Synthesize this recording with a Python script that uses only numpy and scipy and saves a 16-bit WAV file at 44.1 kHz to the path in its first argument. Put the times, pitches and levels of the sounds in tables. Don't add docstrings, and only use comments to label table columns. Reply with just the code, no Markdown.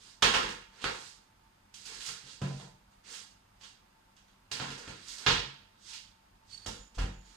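import sys
import numpy as np
from scipy import signal
from scipy.fft import rfft, irfft, next_fast_len
from scipy.io import wavfile
from scipy.ndimage import uniform_filter1d

SR = 44100
rng = np.random.default_rng(int(sys.argv[2]) if len(sys.argv) > 2 else 0)


def store_pcm(level_fs):
    pcm = np.round(np.clip(level_fs, -1, 1) * 32767).astype(np.int16)
    wavfile.write(sys.argv[1], SR, np.atleast_2d(pcm).T)


N = 324576
SIZE = next_fast_len(N + SR)
HZ = np.maximum(np.arange(SIZE // 2 + 1) * SR / SIZE, 1)


def amp(db):
    return 10 ** (np.asarray(db) / 20)


def rms_one(x):
    return x / np.sqrt(np.mean(x ** 2) + 1e-20)


def at_hz(points, hz):
    points = np.array(points)
    return np.interp(np.log(hz), np.log(points[:, 0]), points[:, 1])


def band(x, low_hz, high_hz, spectrum):
    edges = 1 / np.sqrt((1 + (low_hz / HZ) ** 6) * (1 + (HZ / high_hz) ** 6))
    response = rms_one(edges * amp(at_hz(spectrum, HZ)))
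    return irfft(rfft(x, SIZE) * response, SIZE)[:N]


def ring(x, modes):
    out = 0
    for hz, level_db, t60 in modes:
        radius = amp(-60 / (t60 * SR))
        turn = 2 * np.pi * hz / SR
        feed = [0, amp(level_db) * np.sin(turn)]
        poles = [1, -2 * radius * np.cos(turn), radius * radius]
        out = out + signal.lfilter(feed, poles, x + 1e-18)
    return out


def stroke(start, swell, hold, fade):
    swell_db = 23.5
    t = np.arange(N) / SR - start
    below = np.minimum(t / max(swell, 1e-3) - 1, (swell + hold - t) / fade)
    return amp(swell_db * np.minimum(below, 0)) * (t > 0)


# frequency in Hz, share of sound common to both (0-1).
COHERENCE = [(250, 0.73), (640, 0.37), (1400, 0.18), (3000, 0.27), (12000, 0.19)]
# frequency in Hz, phase in radians.
HOUSING_PHASE = [(340, -0.9), (640, 0.76), (1030, 0.82), (1300, 1), (3000, 0.45), (6000, 0.8)]


def microphones(common, own, lean):
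    left_lag_s = 0.00059
    apart = 1 / (1 + (200 / HZ) ** 3)
    alike = 1 - apart * (1 - np.clip(at_hz(COHERENCE, HZ), 0, 1))
    phase = apart * (2 * np.pi * HZ * left_lag_s + at_hz(HOUSING_PHASE, HZ))
    late = np.exp(-1j * phase)
    tilt = amp(apart * at_hz(lean, HZ) / 2)
    left = np.sqrt(alike) * common * late + np.sqrt(1 - alike) * own[0]
    right = np.sqrt(alike) * common + np.sqrt(1 - alike) * own[1]
    return irfft(np.array([left * tilt, right / tilt]), SIZE)[:, :N]


# frequency in Hz, relative spectral density in dB per Hz.
AIR_COLOUR = [(12, -45.5), (20, -8), (53, -4), (70, -11.5), (101, -7), (163, -12), (198, -5), (228, -10.5),
              (434, -18.5), (499, -17), (873, -11), (1000, -12.5), (1220, -13), (2530, -18.5),
              (16000, -35.5)]
# centre in Hz, width in Hz, level in dB before the final mix.
FAN_HUM = [(43.4, 12, -77.5), (96.3, 8, -80), (195, 12, -84), (891.3, 9, -78)]
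# frequency in Hz, left minus right in dB.
AIR_BALANCE = [(60, -1), (240, 0), (950, -2), (3770, -3), (15000, 0)]


def air():
    colour = amp(-68.5) * rms_one(amp(at_hz(AIR_COLOUR, HZ)))
    for hz, width, level_db in FAN_HUM:
        resonance = rms_one(1 / (1 + (2 * (HZ - hz) / width) ** 2))
        colour = np.hypot(colour, amp(level_db) * resonance)
    noise = rfft(rng.standard_normal((3, SIZE))) * colour
    return microphones(noise[0], noise[1:], AIR_BALANCE)


# start in seconds, swell in seconds, hold in seconds, hiss in dB before the mix,
# body in dB relative to the hiss, sheen in dB relative to the hiss.
SLIDE_STROKES = [(-0.03, .03, 0.1, -53.5, -4.5, -13.5), (0.681, 0.16, .01, -48.5, 8.5, -14),
                 (0.883, 0.015, 0.18, -48.5, -12, -11), (1.746, .03, .08, -52, -6, -10.5),
                 (1.83, 0.038, 0.081, -46.5, -1, -16), (1.893, 0.16, 0.018, -41.5, -6, -6.5),
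                 (2.075, .02, 0.14, -56.5, 1, -20.5), (2.214, 0.05, 0.064, -47.5, -9, -31),
                 (2.422, .03, 0.126, -52, -10, -20), (2.554, 0.026, 0.078, -60.5, 1.5, -14.5),
                 (2.896, 0.017, 0.00995, -66.5, 3, -7), (3.028, .02, 0.047, -53.5, 1, -34),
                 (3.037, 0.079, 0.039, -44.5, -6, -7.5), (3.57, 0.043, .05, -54.5, -9.5, -15.5),
                 (4.53, .03, .12, -45, 6, -30.5), (4.674, 0.024, 0.19, -56, 7.5, -13.5),
                 (4.855, 0.024, .14, -55.5, 0, -24), (4.994, 0.079, 0.076, -44.5, -6, -10.5),
                 (5.161, 0.047, .03, -49, 3.5, -13), (5.284, 0.019, 0.023, -48.5, -2, -34),
                 (5.775, 0.11, .02, -42, -11, -17.5), (6.435, 0.077, 0.022, -49.5, -12, -16),
                 (6.564, .02, .07, -61.5, 3, -22), (7.138, 0.12, 0.087, -58.5, -1.5, -16)]
# frequency in Hz, relative spectral density in dB per Hz.
SLIDE_COLOUR = [(150, -37.5), (250, 0.5), (330, -17), (421, -3), (586, -19), (651, -10.5), (1530, -3),
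                (4190, -5), (4820, -7), (7980, -7.5), (16000, -35.5)]


def slides(grit_db):
    levels = 0
    for start, swell, hold, hiss_db, body_db, sheen_db in SLIDE_STROKES:
        gains = amp([hiss_db, hiss_db + body_db, hiss_db + sheen_db])
        levels = levels + np.outer(gains, stroke(start, swell, hold, fade=0.054))
    grain_db = grit_db * np.minimum(rng.exponential(1, N), 5)
    grains = rms_one(rng.standard_normal(N) * amp(grain_db))
    hiss = band(grains, 3600, 5500, SLIDE_COLOUR)
    body = band(grains, 200, 2100, SLIDE_COLOUR)
    sheen = band(grains, 8000, 15000, SLIDE_COLOUR)
    return levels[0] * hiss + levels[1] * body + levels[2] * sheen


# weight (low ring), hardness (bite of the steel),
# tick (sharp top of a small hard contact); last, decay time constant of the rattle in seconds.
CONTACT_BURSTS = [(0.2235, -16, -17, -0.5, -10, 0.0035), (0.2455, -27.5, -0.5, -6, -18, 0.0079),
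                  (0.3387, -19.5, -14, -7, -14, 0.006), (0.3898, -33.5, -1.5, -5.5, -18, 0.0042),
                  (0.4305, -35, -7, -2, -10, 0.0051), (0.49, -36.5, -20, -23, -6.5, 0.0027),
                  (0.8136, -48.5, 0, 9.5, 1, 0.022), (0.8422, -24, -11.5, -5.5, -15.5, 0.0017),
                  (1.7411, -58.5, -14, 9, 12.5, 0.0039), (1.8543, -54.5, -15, 6.5, 11.5, 0.0048),
                  (2.0026, -58.5, -16, 17.5, 11, 0.0072), (2.0585, -49.5, -29, 7, 12, 0.01),
                  (2.0844, -42.5, -28, -1.5, -3, 0.0069), (2.27, -54.5, -2, -4, 0, 0.011),
                  (2.4157, -39.5, 4.5, -20, -8, 0.0049), (2.4373, -43, -3, -15, -15, 0.0063),
                  (2.5988, -49.5, 1.5, -7, -5, 0.0022), (3.141, -55, -15, 8.5, -5, 0.0018),
                  (3.1906, -57, -12, -10, 6.5, 0.0033), (3.6099, -54.5, -13, 2, -6, 0.0038),
                  (3.6336, -55, -14, 6, 0.5, 0.0034), (4.1647, -63.5, -9, 3, 1.5, 0.0056),
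                  (4.2794, -69, -6, 3.5, 2, 0.006), (4.5148, -40, -7.5, 6.5, 4, 0.0043),
                  (4.5972, -32.5, -7.5, -5, -22, 0.0056), (4.7027, -48, -4, 5.5, 1, 0.0038),
                  (4.778, -54, 5.5, 2.5, 6, 0.0046), (4.8763, -42.5, -1, -3.5, -11, 0.0048),
                  (5.083, -56, -10, -6, 13, 0.0031), (5.1822, -52, -4, -4, 9, 0.0041),
                  (5.264, -17.5, -15, -1, -19.5, 0.0042), (5.2895, -40.5, 4, 16, -1.5, 0.053),
                  (5.9331, -56.5, -12, 16, 11, 0.004), (6.6619, -40, 2, 1.5, 2.5, 0.0037),
                  (6.9445, -56.5, -1.5, -2, 3, 0.012), (6.983, -34.5, -2.5, -17, -9.5, 0.0069),
                  (7.0082, -41, -1.5, -9, -11, 0.022)]


def rattle(levels_db):
    length = 4000
    out = np.zeros(N + length)
    t = np.arange(length) / SR
    for (s, *_, decay_s), level_db in zip(CONTACT_BURSTS, levels_db):
        shape = (1 - np.exp(-t / 0.0039)) ** 2 * np.exp(-t / max(decay_s, 1e-4))
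        contacts = shape * rng.standard_normal(length) * rng.exponential(1, length)
        tones = rfft(contacts)
        burst = np.sqrt(shape) * irfft(tones / np.abs(tones), length)
        start = round((s - 0.002) * SR)
        out[start:start + length] += amp(level_db) * rms_one(burst)
    return out[:N]


# frequency in Hz, relative spectral density in dB per Hz.
STEEL_COLOUR = [(120, -33.5), (200, 4), (328, -0.5), (671, -3.5), (735, 0), (851, -5.5), (1040, -6),
                (1740, -6), (2020, -10), (3070, -2.5), (6640, -16), (14600, -42), (16000, -44.5)]
# frequency in Hz, relative level in dB, 60 dB decay time in seconds.
TRAY_MODES = [(421.7, -1.5, 0.21), (809, -3.5, 0.52), (1280, 1.5, 0.37), (1385, -3.5, .25),
              (1490, -0.5, 0.17), (1560, -3.5, .2), (1740, -1.5, 0.35), (2725, -3, .15), (3070, -1.5, .15),
              (3330, -3.5, 0.093), (3400, -6, .15), (4360, 3, 0.12)]


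def steel():
    _, clang, weight, hardness, tick, _ = np.transpose(CONTACT_BURSTS)
    crash = band(rattle(clang), 980, 2200, STEEL_COLOUR)
    crash += band(rattle(clang + weight), 170, 900, STEEL_COLOUR)
    crash += band(rattle(clang + hardness), 1900, 4900, STEEL_COLOUR)
    crash += band(rattle(clang + tick), 5500, 15000, STEEL_COLOUR)
    free_ring_db = -58.5
    return amp(-10.0) * crash, ring(rattle(clang + free_ring_db), TRAY_MODES)


# time in seconds, relative level in dB, place along the bodies
# (0 floor, 1 door panel, 2 oven walls, 3 tray bed), loss in dB for each body further off.
PUSHES = [(0.227, -36.5, 2.2, 4), (0.25, -43.5, 2.8, 4), (0.345, -41.5, 2.9, 2.5), (0.431, -45.5, 3.3, 2),
          (0.839, -39, 3.1, 4), (1.901, -59, 2.7, 7), (2.082, -54, 2, 9.5), (2.24, -53.5, 2.25, 10),
          (2.418, -28, 1.95, 22), (2.438, -30.5, 2.03, 21), (2.54, -46, 2.2, 8), (2.599, -48, 2.1, 14),
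          (4.52, -47, 1.6, 12), (4.602, -35, 2.36, 13), (4.681, -41.5, 3.3, 6.5), (4.877, -43, 1.5, 10),
          (5.181, -59.5, 2.9, 5.5), (5.265, -30, 1.9, 7.5), (5.31, -33.5, 1.8, 6.5), (5.371, -43, 1.95, 5),
          (6.662, -41.5, 0.78, 8.5), (6.79, -54, 0.1, 8), (6.972, -31.5, 0.1, 12), (6.994, -37, 0.2, 1.5),
          (7.02, -32.5, 0.99, 6.5), (7.17, -54, 0.3, 6)]
# frequency in Hz, relative level in dB, 60 dB decay time in seconds.
BODY_MODES = [
    [(47, 5, 0.48), (49, 3, 0.23)],
    [(99.6, 4, 0.31), (86, -5.5, .3)],
    [(140, 3, 0.33), (185.4, 0.5, 0.58)],
    [(228.8, -6, .3), (269, 2, 0.23), (317, -10.5, .3), (415, -2, 0.21)],
]


def thumps():
    s, level_db, place, loss_db = np.transpose(PUSHES)
    out = 0
    for k, modes in enumerate(BODY_MODES):
        push, hz = np.zeros(N), modes[0][0]
        push[np.round(s * SR).astype(int)] = -amp(level_db - loss_db * np.abs(k - place))
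        swing = signal.butter(1, [0.63 * hz, 0.92 * hz], "band", fs=SR, output="sos")
        out = out + ring(signal.sosfilt(swing, push), modes)
    return out


# time in seconds, relative level in dB.
KNOCKS = [(2.42, -47.5), (2.445, -56), (2.51, -50.5), (2.599, -60), (2.672, -61), (6.671, -60), (6.98, -48),
          (7.02, -53)]
# frequency in Hz, relative level in dB, 60 dB decay time in seconds.
RACK_MODES = [(611.5, -10, 0.61), (687, 1, 0.19), (776, -7, 0.58), (1006, -1, 0.33)]


def rack():
    s, level_db = np.transpose(KNOCKS)
    push = np.zeros(N)
    push[np.round(s * SR).astype(int)] = amp(level_db)
    return ring(push, RACK_MODES)


# start in seconds, swell in seconds, hold in seconds,
# level in dB of the fundamental, before flutter.
HINGE_SQUEAKS = [(6.501, 0.034, 0.014, -51), (6.567, .011, .003, -59), (6.586, 0.015, 0.046, -62)]
# start in seconds, swell in seconds, hold in seconds, #
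# level in dB before flutter, starting pitch in Hz.
HINGE_WHINES = [(6.654, .16, 0.017, -66, 7100), (6.96, 0.19, 0.15, -77, 6960)]


def squeaks(flutter_db):
    squeak_hz, sag_hz_per_s = 4480, 560
    t = np.arange(N) / SR
    tone = 0
    for harmonic, db in enumerate((0, -17.5, -36), start=1):
        tone = tone + amp(db) * np.sin(2 * np.pi * harmonic * squeak_hz * t)
    out = np.zeros(N)
    for s, swell, hold, db in HINGE_SQUEAKS:
        out += amp(db) * stroke(s, swell, hold, fade=0.018) * tone
    for s, swell, hold, db, hz in HINGE_WHINES:
        age = t - s
        cycles = (hz - sag_hz_per_s * age / 2) * age
        out += amp(db) * stroke(s, swell, hold, fade=0.14) * np.sin(2 * np.pi * cycles)
    flutter = rms_one(uniform_filter1d(rng.standard_normal(N), size=250))
    return np.sqrt(2) * out * amp(flutter_db * flutter)


# frequency in Hz, left minus right in dB.
BALANCE = [(60, -5.5), (110, -4), (200, 0.5), (380, -1.0), (700, -3), (1290, 0.5), (2380, -4.5),
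           (4400, -10.5), (8120, -13), (15000, 4.5)]


def direct(x):
    spectrum = rfft(x, SIZE)
    return microphones(spectrum, [spectrum] * 2, BALANCE)


# frequency in Hz, spread in dB.
PEAK_SPREAD = [(250, 3), (700, 3.5), (2000, 2), (8000, 0.5)]


def modal_noise(peak_hz, cluster_db=2.5):
    width = round(peak_hz * SIZE / SR)
    comb = uniform_filter1d(rng.standard_normal(len(HZ)), size=width)
    comb = rms_one(uniform_filter1d(comb, size=width))
    clusters = rms_one(uniform_filter1d(rng.standard_normal(len(HZ)), size=8 * width))
    peaks = amp(at_hz(PEAK_SPREAD, HZ) * comb + cluster_db * clusters)
    peaks /= np.sqrt(uniform_filter1d(peaks ** 2, size=40 * width))
    return irfft(rfft(rng.standard_normal((2, 3, SIZE))) * peaks, SIZE)[..., :N]


# frequency in Hz, 60 dB decay time in seconds.
REVERBERATION = [(60, 0.85), (260, 0.48), (700, 0.42), (1840, 0.49), (4850, 0.46), (12800, 0.39)]


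def kitchen(x, build_s, hall_db, hall_t60):
    edges = 120 * 2 ** np.arange(0, 7.2, .25)
    white, echo = modal_noise(peak_hz=12.0), 0
    fill = np.exp(-1 / (build_s * SR))
    linger = amp(-120 / (hall_t60 * SR))
    for k, (low, high) in enumerate(zip(edges, edges[1:])):
        sos = signal.butter(2, [low, high], "band", fs=SR, output="sos")
        keep = amp(-120 / (at_hz(REVERBERATION, np.sqrt(low * high)) * SR))
        power = signal.sosfilt(sos, x) ** 2 + 1e-18
        store = np.convolve([1, -keep], [1, -fill])
        energy = signal.lfilter([(1 - keep) * (1 - fill)], store, power)
        energy += amp(2 * hall_db) * signal.lfilter([1 - linger], [1, -linger], energy)
        level = np.sqrt(np.abs(energy) * SR / 2 / (high - low))
        echo = echo + level * signal.sosfilt(sos, white[k % 2])
    paths = rfft(echo, SIZE)
    return microphones(paths[0], paths[1:], BALANCE)


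def scene():
    crash, rings = steel()
    low = thumps()
    noisy = crash + amp(-7.0) * slides(grit_db=1.5)
    straight = amp(-10.0) * noisy + rings + low + rack() + squeaks(flutter_db=4.0)
    into_room = noisy + amp(0.5) * rings + amp(-7.5) * low
    echo = kitchen(into_room, build_s=.004, hall_db=-26.0, hall_t60=1.3)
    return direct(straight) + echo + amp(6.0) * air()


def suppress(x):
    quiet_db, over_db = -3.5, 5
    _, _, frames = signal.stft(x, SR, nperseg=512, noverlap=384)
    power = np.mean(np.abs(frames) ** 2, axis=0)
    power = uniform_filter1d(uniform_filter1d(power, size=9, axis=0), size=7, axis=1)
    background = np.percentile(power, 15, axis=1, keepdims=True)
    opening = power ** 2 / (power ** 2 + (background * amp(2 * over_db)) ** 2)
    gain = amp(quiet_db * (1 - opening))
    return signal.istft(frames * gain, SR, nperseg=512, noverlap=384)[1][:, :N]


# centre in Hz, width in Hz, gain in dB.
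HOUSING = [(1880, 680, -2), (3226, 900, -1), (4800, 300, 1.5), (6100, 700, -0.5), (7100, 3900, 0.5)]


def record(dry):
    colour_db = sum(db / (1 + (2 * (HZ - hz) / width) ** 2) for hz, width, db in HOUSING)
    coloured = irfft(rfft(dry, SIZE) * amp(colour_db), SIZE)[:, :N]
    low_pass = signal.cheby2(14, 70, 16200, fs=SR, output="sos")
    return signal.sosfilt(low_pass, suppress(coloured))


dry = scene()
out = record(dry)
store_pcm(out)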